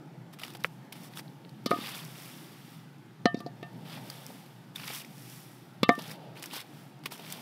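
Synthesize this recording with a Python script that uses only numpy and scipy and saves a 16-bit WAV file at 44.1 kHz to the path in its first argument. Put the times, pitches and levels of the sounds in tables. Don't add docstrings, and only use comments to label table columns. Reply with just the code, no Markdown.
import sys
import numpy as np
from scipy import signal
from scipy.fft import rfft, irfft, next_fast_len
from scipy.io import wavfile
from scipy.ndimage import uniform_filter1d

SR = 44100
rng = np.random.default_rng(int(sys.argv[2]) if len(sys.argv) > 2 else 0)


def nominal_scale(level):
    x = np.asarray(level, float) / 20
    return 10 ** x


def master_out(mix):
    frames = np.transpose(np.atleast_2d(mix))
    ceiling = np.clip(frames, -1, 1)
    pcm = np.round(ceiling * 32767).astype(np.int16)
    wavfile.write(sys.argv[1], SR, pcm)


N = 326781


def evened(x):
    return x / np.sqrt(np.mean(x ** 2) + 1e-20)


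def add(mix, start_s, sound):
    part = mix[round(start_s * SR):][:len(sound)]
    part += sound[:len(part)]


def coloured(x, spectrum):
    points_hz, points_db = np.transpose(spectrum)
    hz = abs(np.fft.fftfreq(4096, 1 / SR))
    gain_db = np.interp(np.log(hz + 1), np.log(points_hz), points_db)
    log_gain = np.log(nominal_scale(np.maximum(gain_db, -80)))
    taps = np.fft.ifft(np.exp(np.conj(signal.hilbert(log_gain)))).real[:2048]
    return signal.oaconvolve(x, taps / np.linalg.norm(taps))[:len(x)]


def ring(hz, t60, seconds=.4):
    t = np.arange(round(seconds * SR)) / SR
    return np.sin(2 * np.pi * hz * t) * nominal_scale(-60 * t / t60)


def yard():
    # pitch_hz, level_db (per Hz)
    air = [(66, -32), (112, -2.5), (156, -1), (197, -7.5), (332, -11.5), (473, -24), (620, -29), (850, -23),
           (1000, -28), (1210, -27), (1620, -28.5), (2410, -34), (2680, -34), (8460, -48.5), (15200, -52),
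           (16500, -70)]
    # time_s, level_db
    traffic = [(0, -0.5), (.8, 1), (1.4, 0.5), (2.4, .5), (3.07, -4.5), (3.46, 1), (3.9, 3), (4.37, -2.5),
               (4.86, -2.5), (5.59, -2), (6.1, 3.5), (6.6, -2.5), (7.0, -0.5), (7.4, 0.5)]
    level_db, swell_below_hz = -49, 448
    frames = N // 512 + 5
    hz = np.fft.rfftfreq(2048, 1 / SR)
    real, imag, patches = rng.standard_normal((frames, 1025, 3)).T
    patches = uniform_filter1d(patches, size=6, axis=0)
    patches = evened(uniform_filter1d(patches, size=12, axis=1))
    swell_db = np.interp(np.arange(frames) * 512 / SR, *np.transpose(traffic))
    swell_db = swell_db / (1 + (hz[:, None] / swell_below_hz) ** 2)
    air_hz, air_db = np.transpose(air)
    colour_db = np.interp(np.log(hz + 1), np.log(air_hz), air_db)[:, None]
    spectra = (real + 1j * imag) * nominal_scale(colour_db + 2.0 * patches + swell_db)
    sound = signal.istft(spectra, nperseg=2048, noverlap=1536)[1][:N]
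    return nominal_scale(level_db) * evened(sound)


def insect():
    pitch_hz, level_db = 15050, -102
    b, a = signal.iirpeak(pitch_hz, 300, SR)
    return nominal_scale(level_db) * evened(signal.lfilter(b, a, rng.standard_normal(N)))


def pressure():
    # land_s, push_s, ease_s, grit_db, ash_over_grit_db
    rakes = [(.325, 0.013, 0.0092, -53, -0.5), (0.386, 0.037, 0.14, -52, -4.5),
             (.59, 0.015, 0.033, -58.5, -4), (0.634, 0.013, 0.026, -58.5, 6), (.925, 0.037, 0.053, -55, -3),
             (.99, 0.056, 0.043, -55, 1), (1.09, 0.041, 0.045, -59, -3), (1.151, 0.032, 0.024, -49.5, 2.5),
             (1.69, 0.2, 0.061, -42.5, -5), (1.939, 0.017, 0.079, -45, -2), (3.6, 0.011, .01, -65, -14),
             (3.849, 0.08, 0.066, -48, -7), (4.749, 0.15, 0.029, -44.5, -2.5),
             (4.9, 0.044, 0.077, -43.5, 1.5), (5.9, 0.027, 0.026, -59, 2),
             (5.955, 0.057, 0.15, -50.5, -4.5), (6.02, 0.095, 0.026, -49, -3),
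             (6.352, 0.019, 0.047, -51.5, -6.5), (6.415, 0.026, 0.059, -50, -3),
             (6.5, 0.06, 0.064, -42, -4.5), (7.04, 0.019, .03, -55.5, -4), (7.105, 0.019, 0.04, -46.5, -1),
             (7.17, 0.14, 0.16, -48.5, -3)]
    # fastest_s, grit_db, ash_over_grit_db, rise_db_per_s, fall_db_per_s
    sweeps = [(.73, -70.5, 1, 40, 62), (.86, -72, -7, 43, 100), (1.28, -69.5, 0.5, 40, 66),
              (1.47, -79, -4.5, 47, 32), (2.26, -52.5, 0, 24.5, 29), (2.74, -60.5, -1.5, 28, 83),
              (3.75, -69, -19, 49, 20), (4.1, -55, -3.5, 40, 28), (4.3, -58.5, 0.5, 20, 40),
              (5.02, -54, -6.5, 300, 260), (2.05, -53.5, -3, 300, 150), (5.33, -56.5, 3, 30, 35),
              (6.25, -63.5, -9.5, 16, 32), (6.79, -62, -1, 33, 56)]
    rest_db, rest_ash_db = -77, -79
    land_db, lift_db = -9.5, -7.5
    edge_s, lift_s = 0.006, 0.011
    trickle_db, trickle_db_per_s = -20.5, -45
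    steep = np.array([[1], [1.3]])
    t = np.arange(0, N, 32) / SR
    power = nominal_scale(2 * np.array([[rest_db], [rest_ash_db]])) * np.ones(len(t))
    for land, push, ease, db, ash_db in rakes:
        hardest = land + push
        lift = land + push + ease
        since_lift = np.maximum(t - lift, 0)
        push_db = np.interp(t, [land, hardest, lift], [land_db, 0, lift_db])
        touch = np.clip((t - land) / edge_s, 0, 1) * nominal_scale(-40 * since_lift / lift_s)
        slide_db = trickle_db + trickle_db_per_s * since_lift
        shape = touch * nominal_scale(2 * steep * push_db) + (t > hardest) * nominal_scale(2 * steep * slide_db)
        power = power + shape * nominal_scale(2 * np.array([[db], [db + ash_db]]))
    for fastest, db, ash_db, rise, fall in sweeps:
        glide_db = np.minimum(rise * (t - fastest), fall * (fastest - t))
        power = power + nominal_scale(2 * (steep * glide_db + [[db], [db + ash_db]]))
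    return [np.interp(np.arange(N) / SR, t, p) for p in power]


def burst(t60, rise_s):
    age = np.arange(3000) / SR
    return np.minimum(age / rise_s, 1) ** 2 * nominal_scale(-17.0 - 120 * np.maximum(age - rise_s, 0) / t60)


def clumps(size):
    smooth = uniform_filter1d(rng.standard_normal(N), size=size)
    return evened(uniform_filter1d(smooth, size=size))


def grains(per_s, spread_db, bed, load_db):
    size = nominal_scale(spread_db * np.minimum(rng.exponential(1, N), 4)) * rng.standard_normal(N)
    clicks = evened(size * (rng.random(N) < per_s / SR))
    mixed = (clicks + bed * rng.standard_normal(N)) / np.sqrt(1 + bed ** 2)
    return evened(mixed * nominal_scale(load_db))


def raking():
    # pitch_hz, level_db (per Hz)
    grit_colour = [(590, -7.5), (1000, 4), (1570, -1), (2740, 8), (2970, 7), (3620, 4), (4060, -2),
                   (5220, -0.5), (6490, -11), (8000, -36), (10400, -45), (17600, -120)]
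    ash_colour = [(3240, -28.5), (5500, 0), (6460, -6.5), (9420, -3.5), (10400, -4), (11000, -2.5),
                  (14600, -4.5), (16100, -9), (16500, -55)]
    drag_colour = [(220, -33), (380, -10), (822, -6.5), (943, -7), (1020, -34), (1090, -23), (1210, -24.5),
                   (1700, -24), (2210, -70), (3740, -120)]
    # time_s, level_db
    shaft = [(0.0, -61), (.7, -62.5), (1.09, -58.5), (1.65, -64.5), (1.83, -52), (2.05, -60), (2.39, -61),
             (3.16, -72.5), (3.44, -59.5), (4.02, -54.5), (4.6, -64), (4.89, -58.5), (5.65, -67.5),
             (6.16, -52.5), (6.3, -52.5), (6.4, -57.5), (7.1, -63), (7.3, -55)]
    # start_s, crunch_db, hiss_db
    crumbs = [(.388, -37, -45), (.396, -35, -35), (.4644, -48, -55), (.4805, -37, -41), (.503, -41, -41),
              (.5364, -56, -42), (.5695, -45, -41), (1.1363, -39, -59), (1.1724, -27.5, -36),
              (1.4491, -43, -70), (1.4935, -47, -50.5), (3.896, -35.5, -48), (4.1003, -34, -28.5),
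              (4.4618, -45.5, -51), (4.798, -30, -48), (4.8768, -25, -28), (4.9482, -50, -44),
              (5.0474, -44, -44), (6.1144, -36, -37), (6.3954, -55, -42), (6.4248, -29.5, -38),
              (6.4388, -29, -35), (6.459, -35, -39), (6.603, -36, -38), (6.613, -36, -37),
              (7.037, -42, -46), (7.3238, -30.5, -23.5)]
    # start_s, crunch_db, hiss_db, knock_db
    clods = [(.4157, -40, -44, -35.5), (.4345, -27, -36, -45), (.4474, -33.5, -40, -42),
             (.5495, -33, -40, -35), (.9241, -31, -35.5, -46), (1.1908, -32, -40, -39),
             (1.769, -49, -50, -43), (1.947, -34, -36.5, -46), (3.974, -40, -54, -33),
             (4.302, -55, -55, -38.5), (4.7585, -32, -32, -53), (4.816, -39, -51, -39),
             (4.836, -31, -56, -44), (4.9017, -39, -52, -33), (5.9514, -42, -43, -43),
             (5.9887, -30, -38, -26.5), (6.5335, -38, -32.5, -31), (6.5637, -44, -33, -35),
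             (7.0574, -24, -29.5, -53), (7.119, -38, -39, -35.5), (7.1777, -48, -46, -50),
             (7.194, -40, -44, -34.5)]
    # pitch_hz, width_hz
    lump_sizes = [(1300, 870), (2400, 1230), (3500, 1770), (4900, 1120)]
    specks_per_s, speck_db = 70, -10.5

    t = np.arange(N) / SR
    power = np.array([*pressure(), nominal_scale(2 * np.interp(t, *np.transpose(shaft)))])
    stroke_db = 10 * np.log10(power[0])
    for bits, t60, rise_s in (crumbs, 0.023, 0.001), (clods, 0.037, 0.0037):
        for start, *burst_db in bits:
            for layer, db in zip(power, burst_db):
                add(layer, start - rise_s / 2, nominal_scale(2 * db) * burst(t60, rise_s))

    load = clumps(size=200)
    press = np.clip((stroke_db + 64.5) / 18, .15, 1)
    clicks = grains(4000, 1.7, 0.5 / press, 0.56 * press * load)
    lumps = np.zeros(N)
    for k, (hz, width_hz) in enumerate(lump_sizes):
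        b, a = signal.iirpeak(hz, hz / width_hz, SR)
        waver = nominal_scale(1.7 * press * clumps(size=350))
        lumps += (-1) ** k * waver * signal.lfilter(b, a, clicks)
    grit = evened(coloured(lumps, grit_colour))

    ash_load_db = 0.31 * press * load + 0.52 * clumps(size=300)
    ash = coloured(grains(6500, 2.4, 0.5 / press, ash_load_db), ash_colour)
    puff = rng.standard_normal(60) * np.hanning(60)
    specks = signal.oaconvolve(grains(specks_per_s, 5.4, 0, 0), puff)[:N]
    ash = ash + nominal_scale(speck_db) * evened(coloured(specks, ash_colour))

    drag = coloured(grains(1500, 1.1, 1.9, 1.0 * clumps(size=400)), drag_colour)
    return (np.sqrt(power) * [grit, ash, drag]).sum(0)


def chips():
    # start_s, level_db, pitch_hz
    chip_hits = [(0.4004, -35, 2660), (0.4404, -31, 3590), (0.4654, -39, 4430), (0.5044, -40, 3410),
                 (1.7684, -37, 3650), (1.8114, -30, 3660), (1.8614, -26, 2880), (1.9164, -34, 2860),
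                 (1.9644, -33, 2300), (1.9844, -39, 3490), (4.782, -31, 2530), (4.8224, -33, 2770),
                 (4.8344, -30, 2330), (4.9154, -33, 3270), (4.9834, -34, 2500), (5.0154, -38, 2720),
                 (5.9404, -35, 1800), (6.0402, -35, 3500), (6.0564, -36, 3340), (6.105, -32, 1730),
                 (6.1194, -36, 2460), (6.357, -40, 2190), (6.3674, -37, 2590), (6.3734, -37, 2940),
                 (6.3784, -41, 3450), (6.3954, -44, 3140), (6.5116, -31, 2720), (6.542, -31, 2690),
                 (6.5474, -32, 3930), (6.5564, -30, 2830), (6.5674, -31, 2030), (6.5774, -34, 2840),
                 (6.5934, -33, 2120), (6.6054, -32, 3470), (7.2489, -35, 2680), (7.2659, -35, 2180),
                 (7.2983, -38, 2290)]
    # start_s, peak_db, pitch_hz, t60_s
    pinches = [(3.2564, -20, 4180, .011), (3.2562, -30, 5900, .012), (5.8312, -29, 5450, .02),
               (5.8315, -24, 3650, .02), (3.345, -40, 4550, .02), (1.663, -35, 4950, .035),
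               (1.7135, -40, 4950, .025), (5.892, -35, 4950, .02), (5.8918, -20, 1000, .025),
               (6.645, -44, 800, .02)]
    t60, level_db = 0.009, -4
    out = np.zeros(N)
    for s, db, hz in chip_hits:
        chip = ring(hz, t60, .02) - .6 * ring(1.49 * hz, .6 * t60, .02)
        add(out, s, nominal_scale(db + level_db) * chip)
    for s, db, hz, pinch_t60 in pinches:
        add(out, s, nominal_scale(db) * ring(hz, pinch_t60, .06))
    return out


def cracks():
    # start_s, level_db, t60_s, centre_hz, tick_over_body_db
    contacts = [(.638, -42, 0.02, 5400, 10.5), (.646, -32, 0.044, 1670, -17),
                (1.6596, -30.5, 0.059, 4400, -4), (1.707, -41, 0.064, 3480, 5),
                (1.7132, -28, 0.02, 1100, -15), (3.2565, -33, 0.016, 4240, -6),
                (3.2566, -20, 0.027, 1270, -40), (3.344, -43, 0.031, 4420, -18),
                (3.368, -55, 0.17, 4530, -11), (3.39, -50, 0.057, 4800, -9), (3.403, -49, 0.04, 3200, 2),
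                (3.4633, -48, 0.053, 4430, -11), (3.628, -47, 0.039, 3170, -6),
                (5.831, -27, 0.035, 3660, -3.5), (5.8312, -19, 0.022, 930, -33),
                (5.886, -52, 0.018, 4800, 10), (5.8914, -15, 0.02, 1440, -20)]
    # pitch_hz, level_db (per Hz)
    tick_colour = [(2350, -32.5), (4000, -5), (5540, -15.5), (6250, -21), (13800, -17), (16000, -28)]
    width_hz = 1510
    out, ticks = np.zeros(N), np.zeros(N)
    t = np.arange(4000) / SR
    noise = rng.standard_normal((len(contacts), 2, len(t)))
    for (s, db, t60, hz, tick_db), (body, tick) in zip(contacts, noise):
        b, a = signal.iirpeak(hz, hz / width_hz, SR)
        body = evened(signal.lfilter(b, a, signal.lfilter(b, a, body)))
        add(out, s, nominal_scale(db - 60 * t / t60) * body * np.minimum(t / 0.00022, 1))
        add(ticks, s, nominal_scale(db + tick_db - 80 * t / t60) * tick * np.minimum(t / .0008, 1))
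    return out + coloured(ticks, tick_colour)


def thuds():
    # start_s, thump_db, thump_hz, t60_s, cane_knock_db
    blows = [(0.6465, -31, 980, 0.0094, -21.5), (.646, -30, 252, 0.02, -61), (1.7084, -14, 284, 0.017, -39),
             (1.661, -15, 234, 0.026, -20.5), (1.7131, -7.5, 243, 0.01, -10), (1.732, -21, 287, 0.036, -27),
             (1.762, -25, 304, 0.021, -48), (1.813, -32, 240, .025, -50), (1.787, -20, 234, 0.019, -39),
             (3.2558, -7, 222, 0.029, -7.5), (3.3442, -8.5, 223, 0.015, -32), (3.372, -28, 248, 0.034, -46),
             (3.405, -29.5, 246, 0.024, -43), (3.4618, -19.5, 264, 0.017, -24),
             (3.628, -24, 298, 0.015, -50), (5.8306, -5.5, 210, 0.02, -12), (5.8908, -6, 233, 0.026, -8),
             (5.8948, -24, 260, .03, -13), (5.893, -30, 800, .08, -60), (3.2595, -22, 250, 0.017, -40),
             (5.908, -20, 270, 0.038, -32), (5.979, -24, 232, 0.034, -33), (7.06, -30, 387, 0.015, -43)]
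    cane_hz, cane_t60 = 533, 0.018
    out, t = np.zeros(N), np.arange(4000) / SR
    knock = -np.sin(2 * np.pi * cane_hz * t) * nominal_scale(-60 * t / cane_t60) * np.minimum(t / 0.0018, 1)
    for s, db, hz, t60, cane_db in blows:
        stiffening = 1 + 1.15 * np.exp(-t * hz / 0.17)
        swing = np.sin(2 * np.pi * hz * np.cumsum(stiffening) / SR) * np.minimum(t * hz / .5, 1)
        add(out, s, nominal_scale(db - 60 * t / t60) * swing + nominal_scale(cane_db) * knock)
    return out


def snaps():
    # centre_s, peak_db, pitch_hz, length_cycles
    twigs = [(0.646, -8.5, 1920, 0.53), (1.281, -45, 4000, 1.8), (1.4935, -48, 4300, 2.8),
             (1.883, -29, 2680, .6), (4.1012, -32.5, 4700, 4.1), (4.761, -30, 3590, 6.5),
             (4.883, -28, 2700, 0.76), (5.048, -37, 2250, 1.4), (6.426, -23, 7000, 0.23),
             (6.4305, -17.5, 7000, 0.25), (6.4385, -37, 5000, .5), (7.0608, -27, 2500, 1.1)]
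    out, t = np.zeros(N), np.arange(-150, 150) / SR
    for s, db, hz, cycles in twigs:
        swings = np.sin(2 * np.pi * hz * t) * np.exp(-(t * hz / cycles) ** 2)
        add(out, s + t[0], -nominal_scale(db + 0.5) * swings)
    return out


def pot():
    # start_s, first_mode_db, lower_twin_db, upper_twin_db, fourth_mode_db
    rings = [(1.661, -44, -36.5, -39, -49), (1.67, -50, -42, -43, -62), (1.7135, -23, -29.5, -20.5, -41.5),
             (1.732, -37, -39, -36, -60), (3.2565, -16.5, -33.5, -28, -25.5), (3.345, -37, -60, -63, -50),
             (3.404, -43, -43.5, -66, -52.5), (3.464, -33.5, -56, -70, -57), (3.629, -39.5, -53, -52, -44),
             (5.832, -42, -29, -34, -43), (5.8914, -13, -20.5, -25.5, -25)]
    # pitch_hz, t60_s
    wall = [(702, 0.1), (1179, .19), (1242, 0.13), (1800, 0.23)]
    # pitch_hz, level_db, t60_s
    cluster = [
        [(2106, 1, 0.05), (2320, 2, 0.035)],
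        [(3440, 1, 0.047), (3520, -6, 0.066), (3640, -1, 0.019), (3770, -6, 0.07)],
        [(3970, -5, 0.076), (4160, -1, .055), (4380, -3, 0.031), (4490, -11, 0.076), (4680, -6, .055),
         (4900, 2, 0.033), (5500, -1, .025)],
    ]
    # start_s, low_db, middle_db, high_db
    clangs = [(1.66, -40.5, -36, -37), (1.7148, -35, -59, -59), (3.256, -55, -46, -33.5),
              (3.345, -52, -65, -55), (3.63, -55, -58, -63), (5.8311, -27, -25, -32),
              (5.8915, -25, -33, -42)]
    # pitch_hz, level_db, t60_s
    rim = [
        [(2697, 0, .12)],
        [(3004, 0, .14), (3205, -8, .14)],
        [(3688, 0, .13)],
    ]
    # start_s, low_db, middle_db, high_db
    pings = [(1.66, -52, -43, -48), (1.7148, -60, -58, -58), (3.256, -46, -35, -47), (3.345, -56, -66, -47),
             (3.63, -50, -62, -58), (5.8312, -31, -38, -40), (5.892, -50, -45, -39)]
    out = np.zeros(N)
    for s, *modes_db in rings:
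        add(out, s, sum(nominal_scale(db) * ring(hz, t60) for db, (hz, t60) in zip(modes_db, wall)))
    for blows, groups in (clangs, cluster), (pings, rim):
        families = []
        for group in groups:
            modes = [(-1) ** k * nominal_scale(db) * ring(hz, t60) for k, (hz, db, t60) in enumerate(group)]
            families.append(sum(modes))
        for s, *families_db in blows:
            add(out, s, nominal_scale(np.array(families_db)) @ families)
    return out


def scene():
    place = yard() + insect()
    charcoal = raking() + chips() + snaps()
    blows = cracks() + thuds() + pot()
    return (place + charcoal + blows)[None]


def top_cut(x):
    return signal.sosfilt(signal.butter(12, 16660, fs=SR, output="sos"), x)


def record(dry):
    low_cut_hz, top_hz = 113.5, 15750
    size = next_fast_len(N)
    hz = np.fft.rfftfreq(size, 1 / SR)
    low_db = -48 / (1 + np.exp(np.minimum((hz - low_cut_hz) / 0.87, 50)))
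    top_db = -22 / (1 + np.exp(np.minimum((top_hz - hz) / 30, 50)))
    cut = irfft(rfft(dry, size) * nominal_scale(low_db + top_db), size)[:, :N]
    self_noise = signal.lfilter([1], [1, -.98], rng.standard_normal(N))
    return top_cut(cut + nominal_scale(-99) * evened(self_noise))


dry = scene()
out = record(dry)
master_out(out)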